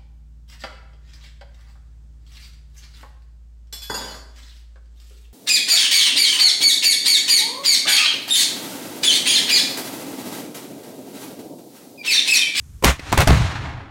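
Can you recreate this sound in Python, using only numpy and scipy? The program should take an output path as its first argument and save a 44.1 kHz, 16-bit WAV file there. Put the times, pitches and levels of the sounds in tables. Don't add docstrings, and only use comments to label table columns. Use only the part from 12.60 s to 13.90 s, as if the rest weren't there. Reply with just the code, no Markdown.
import sys
import numpy as np
from scipy import signal
from scipy.io import wavfile
from scipy.ndimage import uniform_filter1d, minimum_filter1d

SR = 44100
rng = np.random.default_rng(int(sys.argv[2]) if len(sys.argv) > 2 else 0)


def int16_out(signal):
    q = np.round(np.clip(np.atleast_2d(signal).T, -1, 1) * 32767)
    wavfile.write(sys.argv[1], SR, q.astype(np.int16))


N = 57330
TIME_S = np.arange(N) / SR

# onset t/s, front level/dB, front length/s,
# crackle level/dB, crackle hold/s, crackle top f/Hz
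SHOCK_FRONTS = [(0.2441, -14, 0.0022, 2, 0.002, 17300), (.2500, -14, 0.0004, -11, 0.0067, 16100),
                (0.2568, -1, .0035, -22, 0.0016, 5000), (0.5267, -1, 0.000814, -9.5, 0.00067, 16000),
                (.5295, -13.5, 0.0024, -21.5, 0.0035, 8000), (0.5336, -4, 0.00073, -30, 0.0012, 9000),
                (0.5765, 0, 0.00115, -7, 0.002, 13700), (0.6048, -3, 0.0011, -13.5, 0.0028, 16000),
                (.6100, -9, 0.0014, -31, 0.0014, 4000), (0.6213, -18, 0.00072, -17.5, .004, 3600),
                (0.6744, -28, 0.00023, -7, 0.0036, 10400), (.6820, -17, 0.00074, -9, 0.00095, 14800),
                (0.7053, 4.5, 0.00262, -5.5, .002, 4000), (0.7106, -7, 0.003, -19, 0.0004, 11100)]
# f/Hz, level/dB per Hz
CRACKLE_SPECTRUM = [(100, -1), (700, 14.5), (2000, 3.5), (4000, 3.5), (8000, -2.5), (12000, -3.5),
                    (16000, -6.5)]
# f/Hz, width/Hz, level/dB
FRONT_RINGS = [(417, 60, -18), (970, 140, -2)]
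# onset t/s, level/dB, f/Hz, hold/s, fall/(dB/s)
BOOM_SWINGS = [(.251, -10.5, 64, 0.05, 492), (0.573, -9, 69.5, 0.035, 901), (.678, -5, 66.9, 0.052, 323),
               (.703, -9, 141.8, 0.021, 450), (0.791, -9, 104, 0.0096, 900), (0.817, -19, 66, 0.04, 400)]
# onset t/s, level/dB, hold/s, fall/(dB/s), brightness/(dB/octave)
ROAR_EVENTS = [(0.239, -13.5, 0.043, 420, .8), (0.52, -20.5, 0.025, 396, 0.15),
               (0.574, -13.5, 0.015, 520, 0), (0.5988, -13.5, 0.024, 476.5, 0.53),
               (0.672, -11.5, 0.057, 286, -1.0)]
# f/Hz, level/dB per Hz
ROAR_SPECTRUM = [(30, 11), (170, 14), (260, 3), (420, -3), (600, 1.5), (780, -4), (1050, 2), (1600, -3.5),
                 (2250, -1), (2900, -11), (3700, -7), (4800, -16), (6500, -13.5), (10000, -21),
                 (15500, -29.5)]
# t/s, level/dB
RASP_LEVEL = [(.268, -35), (.282, -16), (.305, -20), (.325, -31), (.352, -39), (.375, -50), (.45, -120)]
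# f/Hz, level/dB per Hz
RASP_SPECTRUM = [(400, -10), (1000, 0), (1600, -1.5), (2250, 0.5), (3000, -2), (4700, -13.5), (6100, -9),
                 (9000, -16.5), (15000, -31)]
# t/s, level/dB
PRIMING_LEVEL = [(.221, -63), (.226, -22), (.229, -26), (.235, -30.5), (.240, -9), (.246, -16), (.255, -68),
                 (.28, -120)]
# f/Hz, level/dB per Hz
PRIMING_SPECTRUM = [(60, -6.5), (170, -5.5), (290, -17.5), (430, 5.5), (600, -16), (950, -2.5), (1300, -26),
                    (1900, -16), (4000, -27), (9000, -27), (16000, -34)]
# f/Hz, level/dB per Hz
KNOCK_SPECTRUM = [(100, 7), (300, 1.5), (600, -11), (1400, -10), (2000, 5), (3000, -11), (5000, -13),
                  (12000, -32)]
# delay t/s, level/dB
NEAR_ECHOES = [(.0074, -14.5), (0.0168, -22)]
# t/s, level/dB
TREE_ECHO_LEVEL = [(.25, -68), (.33, -50), (.37, -43.5), (.40, -40.5), (.44, -42), (.49, -32.5), (.56, -33),
                   (.66, -32), (.74, -25), (.82, -25.5), (.895, -26), (.94, -28), (.967, -26.5),
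                   (.995, -30.5), (1.10, -29), (1.15, -33.5), (1.21, -35.5), (1.30, -38.5)]
# f/Hz, level/dB per Hz
TREE_ECHO_SPECTRUM = [(100, 3.5), (180, -6.5), (290, 4), (400, -8), (560, -4.5), (750, 1), (1100, 1),
                      (1600, 0), (2200, -1), (2900, -5.5), (3700, -4), (5000, -11), (6500, -11),
                      (10000, -24.5), (13000, -34), (16000, -47)]
# t/s, level/dB
RUMBLE_LEVEL = [(.25, -66), (.345, -56), (.37, -48), (.45, -61), (.49, -31.5), (.56, -48), (.665, -34),
                (.715, -15.5), (.77, -19), (.82, -14.5), (.89, -28), (1.06, -30.5), (1.16, -34.5),
                (1.30, -41)]
# f/Hz, level/dB per Hz
RUMBLE_SPECTRUM = [(25, -31), (45, -8), (70, 2.5), (108, 9), (155, -5), (210, -23), (400, -51),
                   (1000, -98.5)]
# f/Hz, level/dB per Hz
WIND_SPECTRUM = [(22, -1.5), (45, -10), (65, 13), (95, 3), (140, -3.5), (220, -20.5), (400, -27),
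                 (600, -72), (2000, -74)]
# f/Hz, level/dB per Hz
HISS_SPECTRUM = [(300, -14), (1100, -0.5), (2000, -3.5), (5000, -4.5), (6800, 2), (9000, -3.5), (12500, -4),
                 (15000, -31)]

FRONT_EDGE_HZ, GROUND_LAG_S, GROUND_DB = 1860, 0.001, -13
CRACKLE_ATTACK_S, ROAR_ATTACK_S = 0.0004, 0.00067
BOOM_ATTACK_S, BOOM_ROUGH_RAD = 0.012, 0.28
KNOCK_S, KNOCK_DB, KNOCK_ATTACK_S, KNOCK_FALL_DB_PER_S = 0.3935, -25.5, 0.0015, 1300
DULLING_FROM_S, DULLING_DB_PER_KHZ_S = 0.79, 7.5
WIND_DB, HISS_DB, HISS_END_S, HISS_FALL_DB_PER_S = -40, -58.5, 0.6, 87
OVERLOAD_TOP = 1.0
LIMIT_DB, LIMITER_AHEAD_S, LIMITER_RELEASE_DB_PER_S = -4, 0.00096, 899
CUTOFF_HZ = 15900


def from_db(db):
    return 10 ** (np.asarray(db) / 20)


def curve(rows):
    t_s, level_db = np.transpose(rows)
    return from_db(np.interp(TIME_S, t_s, level_db)) * (TIME_S >= t_s[0])


def envelope(start_s, attack_s, hold_s, fall_db_per_s):
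    age_s = TIME_S - start_s
    attack = np.clip(age_s / attack_s, 0, 1)
    return attack * from_db(-abs(fall_db_per_s) * np.maximum(age_s - hold_s, 0))


def noise(spectrum, tilt_db_per_octave=0, dulling_db_per_khz=0):
    edges_hz = np.geomspace(20, 18000, 30)
    points_hz, points_db = np.transpose(spectrum)
    white = rng.standard_normal((2, N + SR // 4))
    out, power = 0, 0
    for k, (low_hz, high_hz) in enumerate(zip(edges_hz, edges_hz[1:])):
        centre_hz = np.sqrt(low_hz * high_hz)
        sos = signal.butter(2, [low_hz, high_hz], "band", fs=SR, output="sos")
        band = signal.sosfilt(sos, white[k % 2])[-N:]
        density_db = np.interp(np.log(centre_hz), np.log(points_hz), points_db)
        density_db += tilt_db_per_octave * np.log2(centre_hz)
        gain = from_db(density_db) * np.sqrt(high_hz - low_hz)
        dulling = from_db(-dulling_db_per_khz * centre_hz / 1000)
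        out = out + gain * band / band.std() * dulling
        power += gain ** 2
    return out / np.sqrt(power)


def steady(x, window_s):
    size = max(int(window_s * SR), 2)
    mean_square = uniform_filter1d(uniform_filter1d(x ** 2, size), size)
    return x / np.sqrt(mean_square + 1e-12)


def flutter(rate_hz):
    knots = rng.standard_normal(N)
    return np.interp(TIME_S * rate_hz, np.arange(N), knots)


def low_pass(x, hz, order=2):
    sos = signal.butter(order, min(hz, SR / 2 - 1), fs=SR, output="sos")
    return signal.sosfilt(sos, x + 1e-18)


def resonance(x, hz, width_hz):
    radius = np.exp(-np.pi * width_hz / SR)
    zeros = (1 - radius ** 2) / 2 * np.array([1, 0, -1])
    poles = [1, -2 * radius * np.cos(2 * np.pi * hz / SR), radius ** 2]
    return signal.lfilter(zeros, poles, x + 1e-18)


def shocks(crackle_fall_db_per_s):
    fronts, crackle = 0, 0
    spray = steady(noise(CRACKLE_SPECTRUM), window_s=0.0037)
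    for start_s, front_db, length_s, crackle_db, hold_s, top_hz in SHOCK_FRONTS:
        progress = (TIME_S - start_s) / length_s
        inside = (progress >= 0) & (progress < 1)
        fronts = fronts + from_db(front_db) * (1 - 2 * progress) * inside
        burst = envelope(start_s, CRACKLE_ATTACK_S, hold_s, crackle_fall_db_per_s)
        crackle = crackle + from_db(crackle_db) * burst * low_pass(spray, top_hz)
    fronts = low_pass(fronts, FRONT_EDGE_HZ)
    bounce = from_db(GROUND_DB) * np.interp(TIME_S - GROUND_LAG_S, TIME_S, fronts)
    ring = sum(from_db(db) * resonance(fronts, hz, width_hz) for hz, width_hz, db in FRONT_RINGS)
    return fronts + bounce + ring + crackle


def booms():
    out = 0
    for start_s, level_db, hz, hold_s, fall_db_per_s in BOOM_SWINGS:
        phase_rad = 2 * np.pi * hz * (TIME_S - start_s) + BOOM_ROUGH_RAD * flutter(rate_hz=160)
        level = from_db(level_db) * envelope(start_s, BOOM_ATTACK_S, hold_s, fall_db_per_s)
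        out = out - level * np.sin(phase_rad)
    return out


def roars(ragged_db):
    gas = 0
    for start_s, level_db, hold_s, fall_db_per_s, tilt_db_per_octave in ROAR_EVENTS:
        level = from_db(level_db) * envelope(start_s, ROAR_ATTACK_S, hold_s, fall_db_per_s)
        gas = gas + level * steady(noise(ROAR_SPECTRUM, tilt_db_per_octave), window_s=0.015)
    return gas * from_db(ragged_db * flutter(rate_hz=350))


def rasp():
    return curve(RASP_LEVEL) * noise(RASP_SPECTRUM)


def priming():
    return curve(PRIMING_LEVEL) * steady(noise(PRIMING_SPECTRUM), window_s=0.013)


def knock():
    shape = envelope(KNOCK_S, KNOCK_ATTACK_S, KNOCK_ATTACK_S, KNOCK_FALL_DB_PER_S)
    return from_db(KNOCK_DB) * shape * noise(KNOCK_SPECTRUM)


def near_reflections(x):
    return x + sum(from_db(db) * np.interp(TIME_S - lag_s, TIME_S, x, left=0) for lag_s, db in NEAR_ECHOES)


def tree_echo(ragged_db):
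    dulling_db_per_khz = DULLING_DB_PER_KHZ_S * np.maximum(TIME_S - DULLING_FROM_S, 0)
    echo = curve(TREE_ECHO_LEVEL) * noise(TREE_ECHO_SPECTRUM, dulling_db_per_khz=dulling_db_per_khz)
    return echo * from_db(ragged_db * flutter(rate_hz=120))


def rumble():
    return curve(RUMBLE_LEVEL) * steady(noise(RUMBLE_SPECTRUM), window_s=0.078)


def background():
    wind = from_db(WIND_DB) * steady(noise(WIND_SPECTRUM), window_s=0.23)
    hiss_level = from_db(HISS_DB) * envelope(0, 1 / SR, HISS_END_S, HISS_FALL_DB_PER_S)
    return wind + hiss_level * noise(HISS_SPECTRUM)


def scene():
    blasts = shocks(crackle_fall_db_per_s=5999) + booms() + rasp() + priming()
    wash = near_reflections(roars(ragged_db=1.9) + tree_echo(ragged_db=1.33))
    return (blasts + wash + knock() + rumble() + background())[None]


def limiter(x):
    over_db = np.maximum(20 * np.log10(abs(x) + 1e-9) - LIMIT_DB, 0)
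    recovery_db = LIMITER_RELEASE_DB_PER_S * TIME_S
    duck_db = np.maximum.accumulate(over_db + recovery_db, axis=-1) - recovery_db
    size = max(int(2 * LIMITER_AHEAD_S * SR), 2)
    gain_db = uniform_filter1d(minimum_filter1d(-duck_db, size), size)
    return x * from_db(gain_db)


def record(dry):
    rounded = dry / (1 + (dry / OVERLOAD_TOP) ** 4) ** (1 / 4)
    top_cut = signal.ellip(10, 0.1, 80, CUTOFF_HZ, fs=SR, output="sos")
    return signal.sosfilt(top_cut, limiter(rounded))


dry = scene()
out = record(dry)
int16_out(out)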